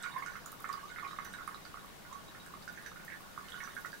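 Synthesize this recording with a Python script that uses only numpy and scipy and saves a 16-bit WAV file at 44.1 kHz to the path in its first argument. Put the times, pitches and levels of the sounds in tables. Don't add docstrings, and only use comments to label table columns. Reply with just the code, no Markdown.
import sys
import numpy as np
from scipy import signal
from scipy.fft import rfft, irfft
from scipy.io import wavfile

SR = 44100
rng = np.random.default_rng(int(sys.argv[2]) if len(sys.argv) > 2 else 0)


def wav_record(signal):
    frames = np.transpose(np.atleast_2d(signal))
    bounded = np.clip(frames, -1, 1)
    quanta = np.round(bounded * 32767).astype(np.int16)
    wavfile.write(sys.argv[1], SR, quanta)


N = 176400

# f/Hz, left level/dB, right level/dB
ROOM_HISS = [(24.6, -80, -91.5), (60, -84, -83), (112, -85.5, -84), (185, -80.5, -76), (232, -82.5, -85.5),
             (416, -84, -92), (696, -85.5, -90), (970, -86.5, -88), (1580, -90, -100.5), (2870, -94, -99),
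             (3880, -96, -97.5), (6170, -101.2, -100.2), (9500, -103.6, -101.2), (16700, -105, -102)]
# t/s, level/dB
TRICKLE_LEVELS = [(0, 1.5), (.3, -3), (.55, -10), (.8, -2.5), (1.05, -2.5), (1.4, -5.5), (1.7, -9),
                  (2.3, -11.5), (2.8, -7), (3.3, -10.5), (3.6, 0), (4, -17.5)]
# t/s, ping level/dB, f/Hz, crack level/dB
BUBBLE_BURSTS = [(0.0253,-43,7970,-46.5), (.033,-45,3700,-42.5), (0.261,-55,6200,-45.5),
                 (0.4591,-43,6960,-45), (0.688,-47,7300,-48.5), (0.728,-43.5,4730,-43),
                 (1.0766,-48.5,3950,-48), (1.1113,-52,3900,-50), (1.249,-47.5,6040,-48),
                 (1.33,-50,8460,-50), (1.338,-53,3820,-49), (1.475,-46,9360,-48), (1.5454,-46,3960,-52),
                 (1.6507,-44,4480,-47), (2.127,-54,6100,-48.5), (2.2806,-52.5,3820,-54),
                 (2.399,-52,3830,-55), (2.462,-52,8380,-53), (2.6236,-50,4730,-51), (2.6797,-49,4870,-50),
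                 (2.762,-55,6100,-62), (2.823,-52,9460,-59), (2.862,-50,5850,-45), (3.485,-46,2900,-43.5),
                 (3.502,-53,8220,-53), (3.5208,-38,3300,-50), (3.554,-48,2880,-55), (3.5902,-50,9590,-61),
                 (3.6373,-41,5940,-49), (3.7496,-57,9480,-51), (3.86,-54.5,6040,-48), (3.919,-48,4680,-54)]
# t/s, plop level/dB, f/Hz, splash level/dB
DROP_LANDINGS = [(0.035, -34.5, 1410, -40), (0.0412, -30.5, 1345, -33), (0.06, -34.5, 1400, -35),
                 (0.105, -39, 970, -67), (0.1295, -41, 950, -55), (0.1528, -36, 980, -50),
                 (0.1648, -39, 1010, -42), (0.179, -36.5, 1700, -48), (0.2225, -29.5, 1081, -41),
                 (0.2255, -32.5, 2070, -51), (0.262, -31.5, 1410, -38), (0.2814, -38.5, 1440, -43),
                 (0.3547, -31.5, 1310, -39.5), (0.462, -37.5, 1270, -63), (0.528, -38.5, 1240, -69),
                 (0.6061, -42, 1200, -65), (0.6429, -27.5, 1280, -37), (0.6908, -30.5, 1150, -41),
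                 (0.6989, -28, 1130, -52), (0.7304, -37, 1230, -49), (0.739, -30, 1157, -58),
                 (0.7785, -35, 1130, -62), (0.8298, -39.5, 1050, -59), (0.9015, -43, 2070, -52),
                 (0.959, -38.5, 1450, -40), (0.9848, -31, 1300, -40), (1.0257, -36, 1160, -46),
                 (1.0316, -31, 1115, -41.5), (1.047, -37, 2350, -46), (1.0497, -34.5, 1100, -47),
                 (1.067, -32, 1160, -50), (1.1095, -34.5, 1200, -47), (1.1313, -33.5, 1190, -58),
                 (1.1869, -26.5, 1180, -40), (1.2198, -42, 1205, -49), (1.252, -37, 1540, -43),
                 (1.3366, -35, 1500, -43.5), (1.386, -38, 1350, -51), (1.4085, -33, 1323, -60),
                 (1.4768, -27, 1196, -44), (1.512, -40.0, 1110, -61), (1.5441, -33.5, 1190, -61),
                 (1.6528, -39.5, 1350, -51), (1.742, -33.5, 1200, -58), (1.772, -36.5, 1300, -54),
                 (1.8453, -42, 1165, -70), (2.05, -45, 1400, -52), (2.1279, -37.5, 1070, -52),
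                 (2.1575, -39.5, 1105, -60), (2.3479, -41.5, 1320, -46), (2.463, -43, 1600, -56),
                 (2.5381, -35.5, 1145, -50), (2.677, -32.5, 1470, -48), (2.7753, -36.5, 1667, -42.5),
                 (2.8609, -33, 1645, -43.5), (2.9169, -40, 1260, -61.0), (2.959, -39.5, 1380, -48),
                 (2.996, -44, 1512, -48), (3.08, -36, 1820, -48), (3.099, -43, 1540.0, -41),
                 (3.1203, -39, 1650, -37), (3.1381, -36, 1760, -58), (3.206, -44, 1113, -63),
                 (3.3769, -30, 1195, -47), (3.5418, -33, 1410, -60), (3.563, -39.5, 1360, -67),
                 (3.603, -51, 1920, -33), (3.645, -37, 1580, -58), (3.675, -33.5, 1260, -43),
                 (3.7666, -29.5, 1560, -44), (3.8472, -30, 1320, -38), (3.93, -34, 1590, -60)]
# t/s, length/s, level/dB, starting f/Hz
LARGE_BUBBLES = [(.143, 0.048, -38.5, 957), (.826, .05, -50, 1105), (0.893, 0.042, -50.5, 1440),
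                 (2.106, 0.061, -48, 983)]
# t/s, level/dB
DROPLET_HITS = [(0.184, -48.5), (.367, -51), (0.461, -44), (.489, -50), (.5185, -40.5), (0.6031, -45),
                (0.622, -45), (.728, -45), (1.247, -42), (1.475, -50), (1.504, -52), (1.859, -52),
                (2.654, -52), (2.724, -50), (3.0485, -45), (3.206, -52), (3.617, -51), (3.808, -49),
                (3.859, -48)]
# f/Hz, level/dB, width/Hz
BOTTLE_NOTES = [(1122, 2.5, 67), (1161, -3, 37), (1455, 4.5, 34), (1651, 1, 28), (1781, 3, 33),
                (1807, -2, 22), (2090, 4, 25), (3000, -2, 16), (3669, 12, 15), (3840, 11.5, 19),
                (4850, 4.5, 12), (6010, 13.5, 11.3), (6250, 7, 13), (6640, -17, 45)]
# delay t/s, level/dB
NEAR_ECHOES = [(.00373, -12), (.00986, -4.5), (0.0126, -12.5), (0.0112, -11.5), (.0193, -13.5),
               (0.034, -12)]


def from_db(db):
    return 10 ** (np.asarray(db) / 20)


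def add(out, start_s, sound):
    i = int(np.clip(start_s * SR, 0, N - 1))
    out[i:i + len(sound)] += sound[:N - i]


def filtered(x, kind, hz, order=2):
    return signal.sosfilt(signal.butter(order, hz, kind, fs=SR, output="sos"), x)


def band_around(hz, octaves):
    return hz * 2 ** (np.array([-0.5, 0.5]) * octaves)


def hiss():
    hz, *sides = np.transpose(ROOM_HISS)
    log_hz = np.log(np.maximum(np.fft.rfftfreq(N, 1 / SR), 1))
    gain = from_db([np.interp(log_hz, np.log(hz), db) for db in sides]) * np.sqrt(SR / 2)
    return irfft(rfft(rng.standard_normal((2, N))) * gain, N)


def bubble(hz, rise_s, glide_per_s=0):
    t = np.arange(SR // 50) / SR
    swell = t / rise_s * np.exp(1 - t / rise_s)
    return swell * np.sin(2 * np.pi * hz * t * (1 + glide_per_s * t / 2))


def trickle(per_s, level_db, low_hz, high_hz, rise_cycles, spread_db=4.5):
    out = np.zeros(N)
    for when, pitch, strength in rng.random((int(per_s * N / SR), 3)):
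        start_s = when * N / SR
        hz = low_hz * (high_hz / low_hz) ** pitch
        flow_db = np.interp(start_s, *np.transpose(TRICKLE_LEVELS))
        db = level_db + flow_db + spread_db * (2 * strength - 1)
        add(out, start_s, from_db(db) * bubble(hz, rise_s=rise_cycles / hz))
    return out


def ticks(crack_decay_s=0.006):
    out, t = np.zeros(N), np.arange(SR // 50) / SR
    for start_s, ping_db, hz, crack_db in BUBBLE_BURSTS:
        ping = bubble(hz, rise_s=0.001, glide_per_s=1.8)
        puff = rng.standard_normal(len(t)) * np.exp(-t / crack_decay_s)
        crack = filtered(puff, "band", band_around(hz, octaves=0.62), order=1)
        add(out, start_s, from_db(ping_db + 1) * ping + from_db(crack_db + 6) * crack)
    return out


def drops(plop_lead_s=0.00041, splash_rise_s=0.0029):
    out, t = np.zeros(N), np.arange(SR // 20) / SR
    swell = t / splash_rise_s * np.exp(1 - t / splash_rise_s)
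    for start_s, plop_db, hz, splash_db in DROP_LANDINGS:
        plop = bubble(hz, rise_s=0.0013, glide_per_s=7.2)
        froth = filtered(rng.standard_normal(len(t)), "band", band_around(hz=1946, octaves=0.4))
        add(out, start_s - plop_lead_s, from_db(plop_db - 2.5) * plop)
        add(out, start_s, from_db(splash_db - 6) * swell * froth / froth.std())
    return filtered(out, "high", hz=704)


def gurgles(climb_hz_per_s=3250, wobble_depth=0.8, wobble_step_s=0.0041):
    out = np.zeros(N)
    for start_s, length_s, db, hz in LARGE_BUBBLES:
        t = np.arange(int(length_s * SR)) / SR
        wobble = np.interp(t / wobble_step_s, np.arange(32), rng.standard_normal(32))
        swell = np.sin(np.pi * t / length_s) * (1 + wobble_depth * wobble)
        tone = np.sin(2 * np.pi * t * (hz + climb_hz_per_s * t / 2))
        add(out, start_s, from_db(db) * swell * tone)
    return out


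def spatter(decay_s=0.0037):
    out, t = np.zeros(N), np.arange(SR // 20) / SR
    for start_s, db in DROPLET_HITS:
        hit = rng.standard_normal(len(t)) * np.exp(-t / decay_s)
        add(out, start_s, from_db(db + 4.5) * hit)
    return filtered(out, "high", hz=10600)


def spray(start_s=3.02, swell_s=0.64):
    swell = np.clip((np.arange(N) / SR - start_s) / swell_s, 0, 1)
    return from_db(-60.5) * swell * filtered(rng.standard_normal(N), "high", hz=2784)


def resonance(x, hz, width_hz):
    r = np.exp(-np.pi * width_hz / SR)
    feed_in = np.array([1, 0, -1]) * (1 - r * r) / 2
    feedback = [1, -2 * r * np.cos(2 * np.pi * hz / SR), r * r]
    return signal.lfilter(feed_in, feedback, x + 1e-18)


def bottle(x):
    return x + sum(from_db(db) * resonance(x, hz, width) for hz, db, width in BOTTLE_NOTES)


def echoes(x):
    dull = filtered(x, "low", hz=3700, order=1)
    n = np.arange(N)
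    return sum(from_db(db) * np.interp(n - delay_s * SR, n, dull, left=0) for delay_s, db in NEAR_ECHOES)


def room(x, fade_60_db_s=0.17, onset_s=0.0055):
    t = np.arange(SR // 2) / SR
    build_up = 1 - np.exp(-(t / onset_s) ** 2)
    tails = rng.standard_normal((2, len(t))) * from_db(-60 * t / fade_60_db_s) * build_up
    left_tail, right_tail = (signal.fftconvolve(x, tail / np.linalg.norm(tail))[:N] for tail in tails)
    left = from_db(-12) * x + from_db(-10) * left_tail
    right = x + echoes(x) + from_db(-3.5) * right_tail
    return np.array([left, right])


def scene():
    burble = trickle(per_s=140, level_db=-47.5, low_hz=1023, high_hz=2120, rise_cycles=1.79)
    fizz = trickle(per_s=220, level_db=-57, low_hz=2708, high_hz=9530, rise_cycles=6.6)
    liquid = burble + fizz + ticks() + drops() + gurgles() + spatter() + spray()
    return room(bottle(liquid)) + hiss()


def record(dry):
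    cutoff_hz = 15750
    return signal.sosfilt(signal.ellip(12, 0.1, 70, cutoff_hz, fs=SR, output="sos"), dry)


dry = scene()
out = record(dry)
wav_record(out)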